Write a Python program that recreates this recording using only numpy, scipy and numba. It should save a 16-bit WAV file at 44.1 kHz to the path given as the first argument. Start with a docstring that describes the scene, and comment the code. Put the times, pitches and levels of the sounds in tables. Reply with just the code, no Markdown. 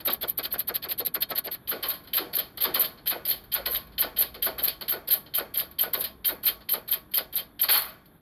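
"""Pumping a bottle jack

A bottle jack in a steel shop press is pumped by hand in a small workshop; the opening strokes run at
triple speed with clipped tails, like a time-lapse. At each turn of the handle the loose linkage chatters
brightly and pins clack in the pump body; a moment later the piston knocks and the frame thuds. Each is
a train of impacts filtered by the resonances of the steel. The room answers with a short tail over a
low rumble, and a longer rattle ends the pumping."""
import sys
import numpy as np
from scipy import signal
from scipy.fft import rfft, irfft
from scipy.io import wavfile
from scipy.ndimage import uniform_filter1d, minimum_filter1d
from numba import njit

SR = 44100
rng = np.random.default_rng(int(sys.argv[2]) if len(sys.argv) > 2 else 0)


def unload_audio(sound):
    """Save the sound as a 16-bit wav file, at the path given as the first command line argument."""
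    columns = np.transpose(np.atleast_2d(sound))
    # keep every value between -1 and 1, then stretch to whole-number steps
    steps = np.round(np.clip(columns, -1, 1) * 32767)
    wavfile.write(sys.argv[1], SR, steps.astype(np.int16))


N = 362051

# Spectra of the four impact sounds and of the room's hiss: frequency_hz, density_db
CHATTER_SPECTRUM = [(3180, -47), (5400, -36.5), (5790, -32), (7190, -36), (9090, -27.5), (10200, -11.5),
                    (11100, -14.5), (11300, -9), (11800, 0), (12500, -1.5), (13300, -3), (14600, -14.5),
                    (15500, -25)]  # includes the microphone's dip and treble peak
PUMP_SPECTRUM = [(1060, -30), (1800, -7.5), (2520, -10), (2750, -10), (3140, -4), (3420, -3.5),
                 (3960, -4.5), (4370, -2.5), (5020, -8.5), (5600, -29), (7280, -34), (12300, -120)]
PISTON_SPECTRUM = [(440, -10), (750, -1), (998, -2.5), (1110, 4.5), (1370, 4), (1470, 1), (1580, 1),
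                   (2300, -1.5), (2990, -14), (5060, -120)]
FRAME_SPECTRUM = [(100, -39), (170, -7), (376, 3), (439, -1), (480, 1.5), (720, 0), (900, -7.5),
                  (1170, -18), (1980, -120)]
HISS_SPECTRUM = [(15, -53), (25, -13), (161, 5.5), (363, 0), (503, -8), (1130, -11), (1650, -13),
                 (2840, -27.5), (3520, -17), (6740, -60), (9320, -33), (12200, -14), (16000, -52.5)]
# The hiss sinks slowly, wavers and fades quickly at the very end: time_s, gain_db
HISS_LEVEL = [(0, 4.5), (7.9, 1.5), (8.03, -1.5), (8.16, 2), (8.21, -5.5)]
# The rumble swells slowly: time_s, gain_db
RUMBLE_SWELL = [(0, -63.5), (1.5, -68), (3.2, -64), (3.55, -59.5), (4.1, -59), (5.1, -65), (6.3, -64.5),
                (8.2, -70)]
# Base decay time, which each source scales; clipped in the triple-speed opening: time_s, t60_s
DECAY = [(0, 0.11), (1.55, 0.058), (1.65, 0.32), (7.6, 0.21), (8.2, 0.39)]
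# Modes of the handle: pitch_hz, level_db, t60_s
HANDLE_MODES = [(578, -6, 0.25), (643, -9, 0.14), (1055, -5.5, 0.63), (1937, -2.5, 0.15), (2490, -8, 0.034),
                (3040, -4.5, 0.3), (4215, -6, 0.19), (4206, -5, 0.13)]
# Resonances of the steel, fed by every rattle: pitch_hz, width_hz, gain_db
STEEL_MODES = [(396, 57, -14), (480.8, 12, -3), (634, 14, -4), (892, 33, -0.5), (1122, 16, -12.5),
               (1472, 18, 5), (1662, 6, -8.5), (2450, 2.8, -12.5), (2506, 23, 2), (3084, 44, 1.5),
               (3160, 26, -3), (3770, 22, -1), (4298, 28, 2), (4470, 27, -3), (10570, 59, 7),
               (10940, 63, 2.5), (11580, 28, -9), (12200, 39, -1.5), (12700, 52, -2), (12900, 90, -9.5)]
# Lingering modes of the press frame: pitch_hz, width_hz, gain_db
FRAME_MODES = [(647, 33, -1), (740, 35, -8), (1115.4, 19, 1.5), (1664, 9.2, -3), (2300, 25, -11),
               (3210, 92, -14), (4370, 67, -10)]
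# Handle pushed down; delays count from the take-up of play: start_s, full_chatter_delay_s, load_delay_s,
# thud_delay_s, first_chatter_db, full_chatter_db, take_up_db, load_db, knock_db, thud_db,
# chatter_hz, load_hz, knock_hz, thud_hz
PUSHES = [(0.048, .008, 0.023, 0.023, -26, -26.5, -40, -30.5, -29, -31, 12500, 3740, 1110, 800),
          (0.208, 0.011, 0.014, 0.018, -33.5, -25, -39, -34, -38.5, -36, 12000, 3413, 1420, 745),
          (0.373, .005, 0.0088, .010, -27, -24, -37.5, -35, -40.5, -39, 12000, 4390, 1500, 804),
          (.503, 0.019, 0.031, 0.029, -43, -26.5, -43, -36.5, -38, -38, 12200, 3500, 1610, 742),
          (0.671, 0.0043, .012, 0.021, -32, -25, -43, -39.5, -36, -36, 12200, 4300, 1450, 467),
          (0.819, 0.012, 0.022, 0.026, -40, -35.5, -38, -43, -39.5, -41.5, 12500, 4400, 1660, 660),
          (0.976, 0.006, 0.019, 0.018, -38, -25.5, -40, -37.5, -42.5, -36.5, 12166, 4240, 1100, 484),
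          (1.139, 0.0068, 0.0051, 0.014, -25, -22, -37, -33.5, -35, -39, 12600, 4200, 1420, 407),
          (1.286, 0.017, .018, 0.015, -44, -27, -44, -34.5, -36, -35.5, 12100, 3994, 1290, 520),
          (1.438, 0.0054, 0.025, .016, -37, -36, -41, -38, -40, -37, 12160, 4370, 1700, 660),
          (1.673, 0.013, 0.033, 0.043, -38, -29.5, -39, -35, -35, -38, 12500, 4160, 1410, 520),
          (2.131, 0.022, 0.037, 0.056, -24.5, -24.5, -31, -30, -33.5, -35, 12700, 3950, 1397, 370),
          (2.603, .015, 0.034, 0.046, -29, -25, -33, -29.5, -30.5, -34.5, 12500, 3500, 1113, 360),
          (3.066, 0.0033, 0.034, 0.05, -34, -25.5, -32, -34, -32.5, -39.5, 12050, 4040, 1450, 730),
          (3.515, 0.021, 0.028, 0.04, -32.5, -24.5, -34.5, -33.5, -33, -41, 11600, 3560, 1416, 624),
          (3.978, .015, 0.036, 0.04, -29.5, -25, -31.5, -31.5, -33.5, -37.5, 12000, 3930, 1480, 710),
          (4.42, .004, 0.035, .040, -23, -24.5, -32, -33, -34.5, -36, 13000, 4500, 1430, 694),
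          (4.879, 0.0061, 0.037, 0.042, -26, -26.5, -32, -37.5, -35.5, -40.5, 12600, 4430, 1370, 460),
          (5.337, .011, 0.037, 0.042, -29.5, -26, -32.5, -36.5, -34, -39, 12800, 3120, 1460, 640),
          (5.784, 0.021, .038, 0.045, -25.5, -24, -32, -36, -36, -40.5, 12400, 3400, 1460, 653),
          (6.243, 0.01, 0.036, 0.044, -28, -20, -31.5, -35.5, -34.5, -40, 13200, 3800, 1530, 655),
          (6.686, 0.021, 0.044, 0.044, -30, -23.5, -33, -36, -36.5, -41.5, 12900, 3950, 1210, 555),
          (7.135, 0.023, 0.037, 0.031, -24.5, -23, -32, -31, -39, -43, 12900, 4870, 1380, 680),
          (7.59, 0.022, 0.039, 0.031, -38.5, -21, -37, -32, -37, -46, 11250, 4540, 830, 615)]
# Handle pulled up: start_s, rattle_delay_s, rattle_length_s, top_delay_s, first_chatter_db, rattle_db,
# first_clack_db, top_clack_db, knock_db, thud_db, chatter_hz, first_clack_hz, top_clack_hz
LIFTS = [(0.095, 0.031, 0.0049, .018, -35, -21, -31, -45, -47, -41, 12000, 3854, 3854),
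         (0.275, 0.015, 0.0085, .014, -26.5, -29, -44.5, -50, -60, -57, 11800, 4400, 4328),
         (0.427, 0.015, 0.013, 0.02, -34.5, -30, -38, -31, -41, -43.5, 12300, 3470, 4200),
         (0.58, 0.0092, 0.0086, 0.012, -31, -21.5, -45, -37, -45, -54, 12400, 3420, 3400),
         (0.739, 0.0085, 0.0073, 0.013, -25.5, -28, -35.5, -31, -44.5, -53, 12600, 4200, 4123),
         (0.885, 0.021, 0.013, 0.024, -33.5, -26.5, -38, -28, -44.5, -42.5, 12300, 4840, 4230),
         (1.047, 0.0087, 0.0065, 0.01, -29, -20.5, -39.5, -35.5, -51, -47, 12833, 3970, 4030),
         (1.204, 0.0049, 0.018, .015, -28, -26.5, -44, -25, -44, -54, 12661, 4425, 4270),
         (1.349, 0.025, .012, 0.024, -33, -24, -37.5, -30, -42, -47.5, 12100, 4200, 4300),
         (1.509, 0.024, 0.0076, 0.029, -37, -28, -42, -40.5, -48, -56, 12760, 4250, 4300),
         (1.825, 0.057, 0.018, 0.11, -28.5, -24, -30, -41.5, -46, -51.5, 12900, 3020, 4300),
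         (2.328, 0.021, 0.016, .056, -33.5, -25, -35.5, -29.5, -42.5, -45.5, 12400, 4400, 3280),
         (2.739, 0.052, 0.021, 0.1, -21.5, -20, -27.5, -31.5, -41, -44, 12100, 3100, 3440),
         (3.249, 0.026, 0.034, 0.053, -31.5, -22, -36.5, -27.5, -49, -46.5, 12750, 4750, 4250),
         (3.654, 0.05, 0.061, 0.09, -28.5, -31, -32, -28.5, -42.5, -49.5, 12200, 4080, 3730),
         (4.161, 0.021, 0.036, 0.052, -34, -22.5, -35.5, -28, -44, -44, 12000, 3100, 4300),
         (4.580, 0.048, 0.021, 0.094, -34, -22.5, -34.5, -27, -44, -46.5, 12300, 3850, 4460),
         (5.072, 0.0323, 0.028, 0.03, -30.5, -18, -38.5, -29.5, -45.5, -45, 12600, 4860, 4170),
         (5.538, 0.026, 0.038, 0.051, -29.5, -26, -37.5, -29.5, -44, -47.5, 12800, 3230, 3160),
         (5.929, 0.063, 0.02, 0.11, -25.5, -26.5, -31, -29.5, -48, -47.5, 11200, 3920, 4050),
         (6.428, 0.023, 0.031, 0.045, -33, -20.5, -41, -25.5, -41.5, -47.5, 13100, 3030, 3170),
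         (6.876, .031, 0.028, 0.049, -36.5, -24, -41, -29.5, -44.5, -52.5, 12700, 3900, 3180),
         (7.325, 0.027, 0.016, 0.06, -39, -22.5, -43.5, -33.5, -48, -50.5, 12200, 3180, 3160)]
# The loose handle shifts between strokes: start_s, chatter_db, clack_db, clack_hz
NUDGES = [(0, -44, -44.5, 4400), (2.036, -52, -56, 3900), (2.071, -51, -49, 4140),
          (2.572, -37.5, -39.5, 4160), (2.972, -60, -51, 4170), (3.057, -38, -42.5, 3130),
          (3.436, -52, -56.5, 4328), (3.866, -58, -58.5, 4180), (3.919, -61, -55, 2030),
          (4.34, -42.5, -40.5, 2220), (4.809, -36, -37, 4400), (5.259, -55.5, -50, 4140),
          (5.710, -49.5, -55, 4300), (6.604, -60, -50.5, 4440), (7.112, -48, -57, 4285),
          (7.890, -48, -48.5, 3000), (8.056, -57.5, -71, 4300), (8.151, -68, -82, 4200)]
# The handle strikes its stop: start_s, ring_db, knock_db, thud_db
STOPS = [(1.8374, -37.5, -35.5, -45.5), (2.755, -33, -32, -40.5), (3.6624, -32.5, -38, -42.5),
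         (4.351, -57, -54, -51), (4.5816, -44.5, -39.5, -45.5), (4.8166, -60, -50, -54),
         (5.94, -36.5, -36, -39.5)]
# Last rattle, a row each for links, pins, piston and frame: rise_s, hold_s, level_db, fall_db_per_s
LAST_RATTLE = [(.03, 0.023, -14, 234), (0.0056, 0.033, -21.5, 200), (0.0057, 0.068, -29, 170),
               (0.007, 0.024, -38.5, 310)]
# The parts settle: start_s, level_db
TICKS = [(8.056, -49)]

TRIPLE_SPEED_UNTIL_S, LAST_RATTLE_S = 1.6, 7.683
# Envelope of each kind of blow, at triple speed then at normal speed: rise_s, hold_s
TAKE_UP, LOAD = ((.011, .012), (.0034, .014)), ((.0052, .013), (.00079, .022))
KNOCK, THUD = ((.01, .018), (.01, .015)), ((.01, .019), (.012, .04))
FIRST_CHATTER, FIRST_CLACK = ((.011, .014), (.0062, .0087)), ((.007, .016), (.007, .014))
TOP_CHATTER, TOP_CLACK = ((.003, .0065), (.003, .013)), ((.005, .0071), (.005, .0073))
LIFT_KNOCK, LIFT_THUD = ((.004, .013), (.015, .031)), ((.003, .013), (.011, .042))
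RATTLE_CLACK = (.003, .013), (.003, .018)
# Pairs of settings: at triple speed, at normal speed
FIRST_RISE_S, FULL_RISE_S, RATTLE_RISE_S = (.0092, .002), (.008, .0038), (.0072, .007)
OVERRUN_S, TAKE_UP_HZ = (.00077, .0075), (4160, 3116)
DRAG_DB, RATTLE_CLACK_DB, STEEL_DB = (-35, -39.5), (-20, -12), (-2.5, .5)


def undb(db):
    """Amplitude ratio of a level in decibels."""
    return 10 ** (np.asarray(db) / 20)


def unit(x):
    """Normalisation to unit RMS."""
    return x / np.sqrt(np.mean(x ** 2))


def curve(points):
    """Linear interpolation of (time_s, value) points at every sample."""
    return np.interp(np.arange(N) / SR, *np.transpose(points))


def colour(x, spectrum):
    """Minimum-phase filtering to a given spectral shape; white noise keeps its power."""
    hz, db = np.transpose(spectrum)
    grid_hz = np.maximum(np.arange(2049) * SR / 4096, 1)
    grid_db = np.interp(np.log(grid_hz), np.log(hz), db, left=-70)
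    cepstrum = irfft(grid_db * np.log(10) / 20)
    cepstrum[1:2048] *= 2  # folding onto positive time makes the filter causal
    cepstrum[2049:] = 0
    response = irfft(np.exp(rfft(cepstrum)))
    return signal.fftconvolve(x, response / np.sqrt(np.sum(response ** 2)))[:N]


@njit
def resonator(x, hz, damping):
    """Second-order resonance with a moving centre, unit gain there and Q = 1 / damping."""
    y, band, low = np.empty(len(x)), 0., 0.
    for i in range(len(x)):
        g = np.tan(np.pi * hz[i] / SR)
        velocity = (band + g * (x[i] - low)) / (1 + g * (g + damping))
        band, low = 2 * velocity - band, low + 2 * g * velocity
        y[i] = damping * velocity
    return y


@njit
def stored_energy(power, retention):
    """Leaky integration: energy accumulates and drains exponentially."""
    y, energy = np.empty(len(power)), 0.
    for i in range(len(power)):
        energy = energy * retention[i] + power[i] * (1 - retention[i])
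        y[i] = energy
    return y


def forced_modes(x, modes):
    """Forced response: each narrow resonance passes the part of the drive near its pitch."""
    return sum(undb(db) * signal.lfilter(*signal.iirpeak(hz, hz / width, SR), x)
               for hz, width, db in modes)


def envelope(blows, last, rise_power, fall_scale):
    """Power-law rise, hold and exponential decay of each blow; the strongest prevails."""
    t = np.arange(N) / SR - LAST_RATTLE_S
    rise, hold, db, fall_db_per_s = last
    env = np.clip(t / rise, 0, 1) ** rise_power
    env *= undb(db - fall_db_per_s * np.maximum(t - rise - hold, 0))
    fall_s = fall_scale * curve(DECAY)
    for start, db, rise, hold, _ in blows:
        i = int(max(start, 0) * SR)
        t = np.arange(min(N - i, SR // 4)) / SR
        attack = np.minimum(t / rise, 1) ** rise_power
        decay = np.exp(-np.maximum(t - rise - hold, 0) / fall_s[i])
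        env[i:i + len(t)] = np.maximum(env[i:i + len(t)], undb(db) * attack * decay)
    return env


def impacts(rate_hz, contact_s, spread_db, bed):
    """Shot noise: random contacts, each a short noise burst, over a bed of finer ones."""
    hits = (rng.random(N) < rate_hz / SR) * undb(spread_db * rng.standard_normal(N))
    bursts = signal.fftconvolve(hits, np.hanning(int(contact_s * SR) + 3), "same")
    return unit((unit(bursts) + bed) * rng.standard_normal(N))


def settling_pitch(blows, from_ratio, to_ratio, settle_s):
    """Relaxation: the pitch set by the latest blow sinks exponentially as the parts settle."""
    starts, *_, hz = np.transpose(blows)
    t = np.arange(N) / SR
    latest = np.maximum(np.searchsorted(starts, t) - 1, 0)
    age = np.maximum(t - starts[latest], 0)
    ratio = to_ratio + (from_ratio - to_ratio) * np.exp(-age / settle_s)
    return np.clip(hz[latest] * ratio, 100, 16000)


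def room_noise():
    """Ambient noise: a faint broadband hiss and a low band of rumble that swells."""
    rumble = resonator(rng.standard_normal(N), np.full(N, 56.), damping=.37)
    rumble = resonator(rumble, np.full(N, 60.), damping=2.6)
    hiss = colour(rng.standard_normal(N), HISS_SPECTRUM)
    return undb(curve(HISS_LEVEL) - 57.5) * hiss + undb(curve(RUMBLE_SWELL) + 5.5) * unit(rumble)


def diffuse_tail(drive, gain_db, t60_scale):
    """Reverberation: a diffuse field is noise whose power follows the stored energy."""
    retention = 1e-6 ** (1 / (t60_scale * curve(DECAY) * SR))
    return undb(gain_db) * np.sqrt(stored_energy(drive ** 2, retention)) * rng.standard_normal(N)


def frame_hum(drive):
    """Energy storage: the frame keeps some of each blow and hums on faintly in its modes."""
    return forced_modes(diffuse_tail(drive, gain_db=4.8, t60_scale=1.8), FRAME_MODES)


def settling_tick():
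    """A damped transient: the pump body gives a tiny dry tick as the parts settle."""
    t = np.arange(N) / SR
    env = sum(undb(db - 11) * (t > start) * np.exp(-np.maximum(t - start, 0) / .0098)
              for start, db in TICKS)
    return colour(env * rng.standard_normal(N), PUMP_SPECTRUM)


def handle_ring():
    """Free vibration: each knock on the stop excites the handle's modes in a different balance."""
    starts, ring_db, _, _ = np.transpose(STOPS)
    contact = np.hanning(int(.0068 * SR))
    scatter_db = 3 * rng.standard_normal((len(starts), len(HANDLE_MODES)))
    ring = 0
    for (hz, mode_db, t60), offset_db in zip(HANDLE_MODES, scatter_db.T):
        strikes = np.zeros(N)
        strikes[(starts * SR).astype(int)] = undb(ring_db + mode_db + offset_db - 3)
        pole = np.exp(2j * np.pi * hz / SR - np.log(1000) / (t60 * SR))
        # the ring grows in over the time of contact
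        onset = contact * pole ** np.arange(len(contact)) / contact.sum()
        ring += signal.lfilter([1], [1, -pole], np.convolve(strikes, onset)[:N]).imag
    return ring


def frame_thuds(blows, last):
    """Heavy damping: the frame takes the load with a dull thump whose resonance sinks."""
    env = envelope(blows, last, rise_power=.99, fall_scale=.03)
    force = env * impacts(rate_hz=150, contact_s=.0097, spread_db=3.6, bed=1.9)
    ring = resonator(force, settling_pitch(blows, 1.02, .8, settle_s=.087), damping=.28)
    tail = diffuse_tail(env, gain_db=-7.5, t60_scale=1.68)
    return colour(undb(-4.5) * force + undb(-3) * ring + tail, FRAME_SPECTRUM)


def piston_knocks(blows, last):
    """Impact loading: the piston meets the oil after the linkage has taken up its play."""
    env = envelope(blows, last, rise_power=2.3, fall_scale=.055)
    force = env * impacts(rate_hz=350, contact_s=.0052, spread_db=1.6, bed=1.5)
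    ring = resonator(force, settling_pitch(blows, 1.015, 1., settle_s=.083), damping=.039)
    tail = diffuse_tail(env, gain_db=-7.5, t60_scale=1.37)
    return colour(undb(-3.5) * force + undb(.5) * ring + tail, PISTON_SPECTRUM)


def pin_clacks(blows, last):
    """Impact excitation: hard contacts ring the pump body, each stressing another part."""
    env = envelope(blows, last, rise_power=.79, fall_scale=.033)
    force = env * impacts(rate_hz=450, contact_s=.0043, spread_db=.73, bed=.99)
    ring = resonator(force, settling_pitch(blows, 1.017, .85, settle_s=.3), damping=.028)
    tail = diffuse_tail(env, gain_db=-7, t60_scale=.77)
    return colour(undb(-4) * force + undb(2) * ring + tail, PUMP_SPECTRUM)


def link_chatter(blows, last):
    """Backlash: loose links and pins collide in a bright buzz, each time in a new shade."""
    env = envelope(blows, last, rise_power=.99, fall_scale=.022)
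    force = env * impacts(rate_hz=330, contact_s=.0065, spread_db=1.2, bed=.97)
    ring = resonator(force, settling_pitch(blows, 1.0135, .85, settle_s=.35), damping=.05)
    tail = diffuse_tail(env, gain_db=-10, t60_scale=.75)
    return colour(undb(-2) * (force + ring) + tail, CHATTER_SPECTRUM)


def handle_blows():
    """Lost motion: parts strike in turn. Rows per part: start_s, level_db, rise_s, hold_s, pitch_hz."""
    links, pins, piston, frame = [], [], [], []
    for (start, full_delay, load_delay, thud_delay, first_db, full_db, take_up_db, load_db,
         knock_db, thud_db, chatter_hz, load_hz, knock_hz, thud_hz) in PUSHES:
        pace = int(start >= TRIPLE_SPEED_UNTIL_S)  # 0 triple speed, 1 normal
        # the links chatter from the take-up until just after the load arrives
        full_hold = max(load_delay - full_delay + OVERRUN_S[pace], .002)
        links += [(start + (0, .0024)[pace], first_db, FIRST_RISE_S[pace], full_delay * .84, chatter_hz),
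                  (start + full_delay, full_db, FULL_RISE_S[pace], full_hold, chatter_hz)]
        pins += [(start, take_up_db, *TAKE_UP[pace], TAKE_UP_HZ[pace]),
                 (start + load_delay, load_db, *LOAD[pace], load_hz)]
        # piston and frame sound softly ahead of their main blow
        piston += [(start + .0012, knock_db - 17.5, .005, load_delay, 1800),
                   (start + load_delay - .002, knock_db, *KNOCK[pace], knock_hz)]
        frame += [(start + .0024, thud_db - 15.5, .008, thud_delay, 590),
                  (start + thud_delay - .002, thud_db, *THUD[pace], thud_hz)]
    for (start, delay, length, top_delay, first_db, rattle_db, clack_db, top_db,
         knock_db, thud_db, chatter_hz, clack_hz, top_hz) in LIFTS:
        pace = int(start >= TRIPLE_SPEED_UNTIL_S)
        rattle_s, top_s = start + delay, start + top_delay
        links += [(start, DRAG_DB[pace], .004, delay, 12200),  # a soft buzz until the rattle
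                  (start + .0012, first_db, *FIRST_CHATTER[pace], 12200),
                  (rattle_s, rattle_db, RATTLE_RISE_S[pace], length, chatter_hz),
                  (top_s, top_db + 1, *TOP_CHATTER[pace], chatter_hz)]
        pins += [(start, clack_db, *FIRST_CLACK[pace], clack_hz),
                 (rattle_s + .0089, rattle_db + RATTLE_CLACK_DB[pace], *RATTLE_CLACK[pace], 4000),
                 (top_s, top_db, *TOP_CLACK[pace], top_hz)]
        piston += [(start + .003, knock_db - 7, .005, min(delay, .03), 1500),
                   (rattle_s + .0051, knock_db, *LIFT_KNOCK[pace], 1700)]
        frame += [(start + .0052, thud_db - 4, .008, min(delay, .03), 560),
                  (rattle_s + (.0054, .016)[pace], thud_db, *LIFT_THUD[pace], 640)]
    for start, chatter_db, clack_db, clack_hz in NUDGES:
        links.append((start, chatter_db, .003, .008, 12600))
        pins.append((start, clack_db, .004, .008, clack_hz))
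        piston.append((start, clack_db - 7, .003, .015, 1500))
        frame.append((start, clack_db - 9.5, .003, .02, 620))
    for start, _, knock_db, thud_db in STOPS:
        piston.append((start - .008, knock_db, .006, .017, 1100))
        frame.append((start - .002, thud_db, .004, .05, 530))
    return [sorted(rows) for rows in (links, pins, piston, frame)]


def scene():
    """Superposition: the impacts, the resonances they drive and the room add in one channel."""
    links, pins, piston, frame = zip(handle_blows(), LAST_RATTLE)
    heavy_blows = pin_clacks(*pins) + piston_knocks(*piston) + frame_thuds(*frame)
    rattles = link_chatter(*links) + heavy_blows
    steel_gain = undb(np.where(np.arange(N) < TRIPLE_SPEED_UNTIL_S * SR, *STEEL_DB))
    steel_ring = forced_modes(steel_gain * rattles, STEEL_MODES)
    return (rattles + steel_ring + frame_hum(heavy_blows) + handle_ring()
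            + settling_tick() + room_noise())[None]


def record(dry):
    """Peak and band limiting: a smoothed gain holds down the peaks, then a low-pass cuts the top."""
    ceiling, cutoff_hz = .3, 15750
    needed_gain = ceiling / np.maximum(np.abs(dry), ceiling)
    gain = uniform_filter1d(minimum_filter1d(needed_gain, size=129), size=65)
    return signal.sosfilt(signal.ellip(8, .2, 70, cutoff_hz, fs=SR, output="sos"), gain * dry)


dry = scene()
out = record(dry)
unload_audio(out)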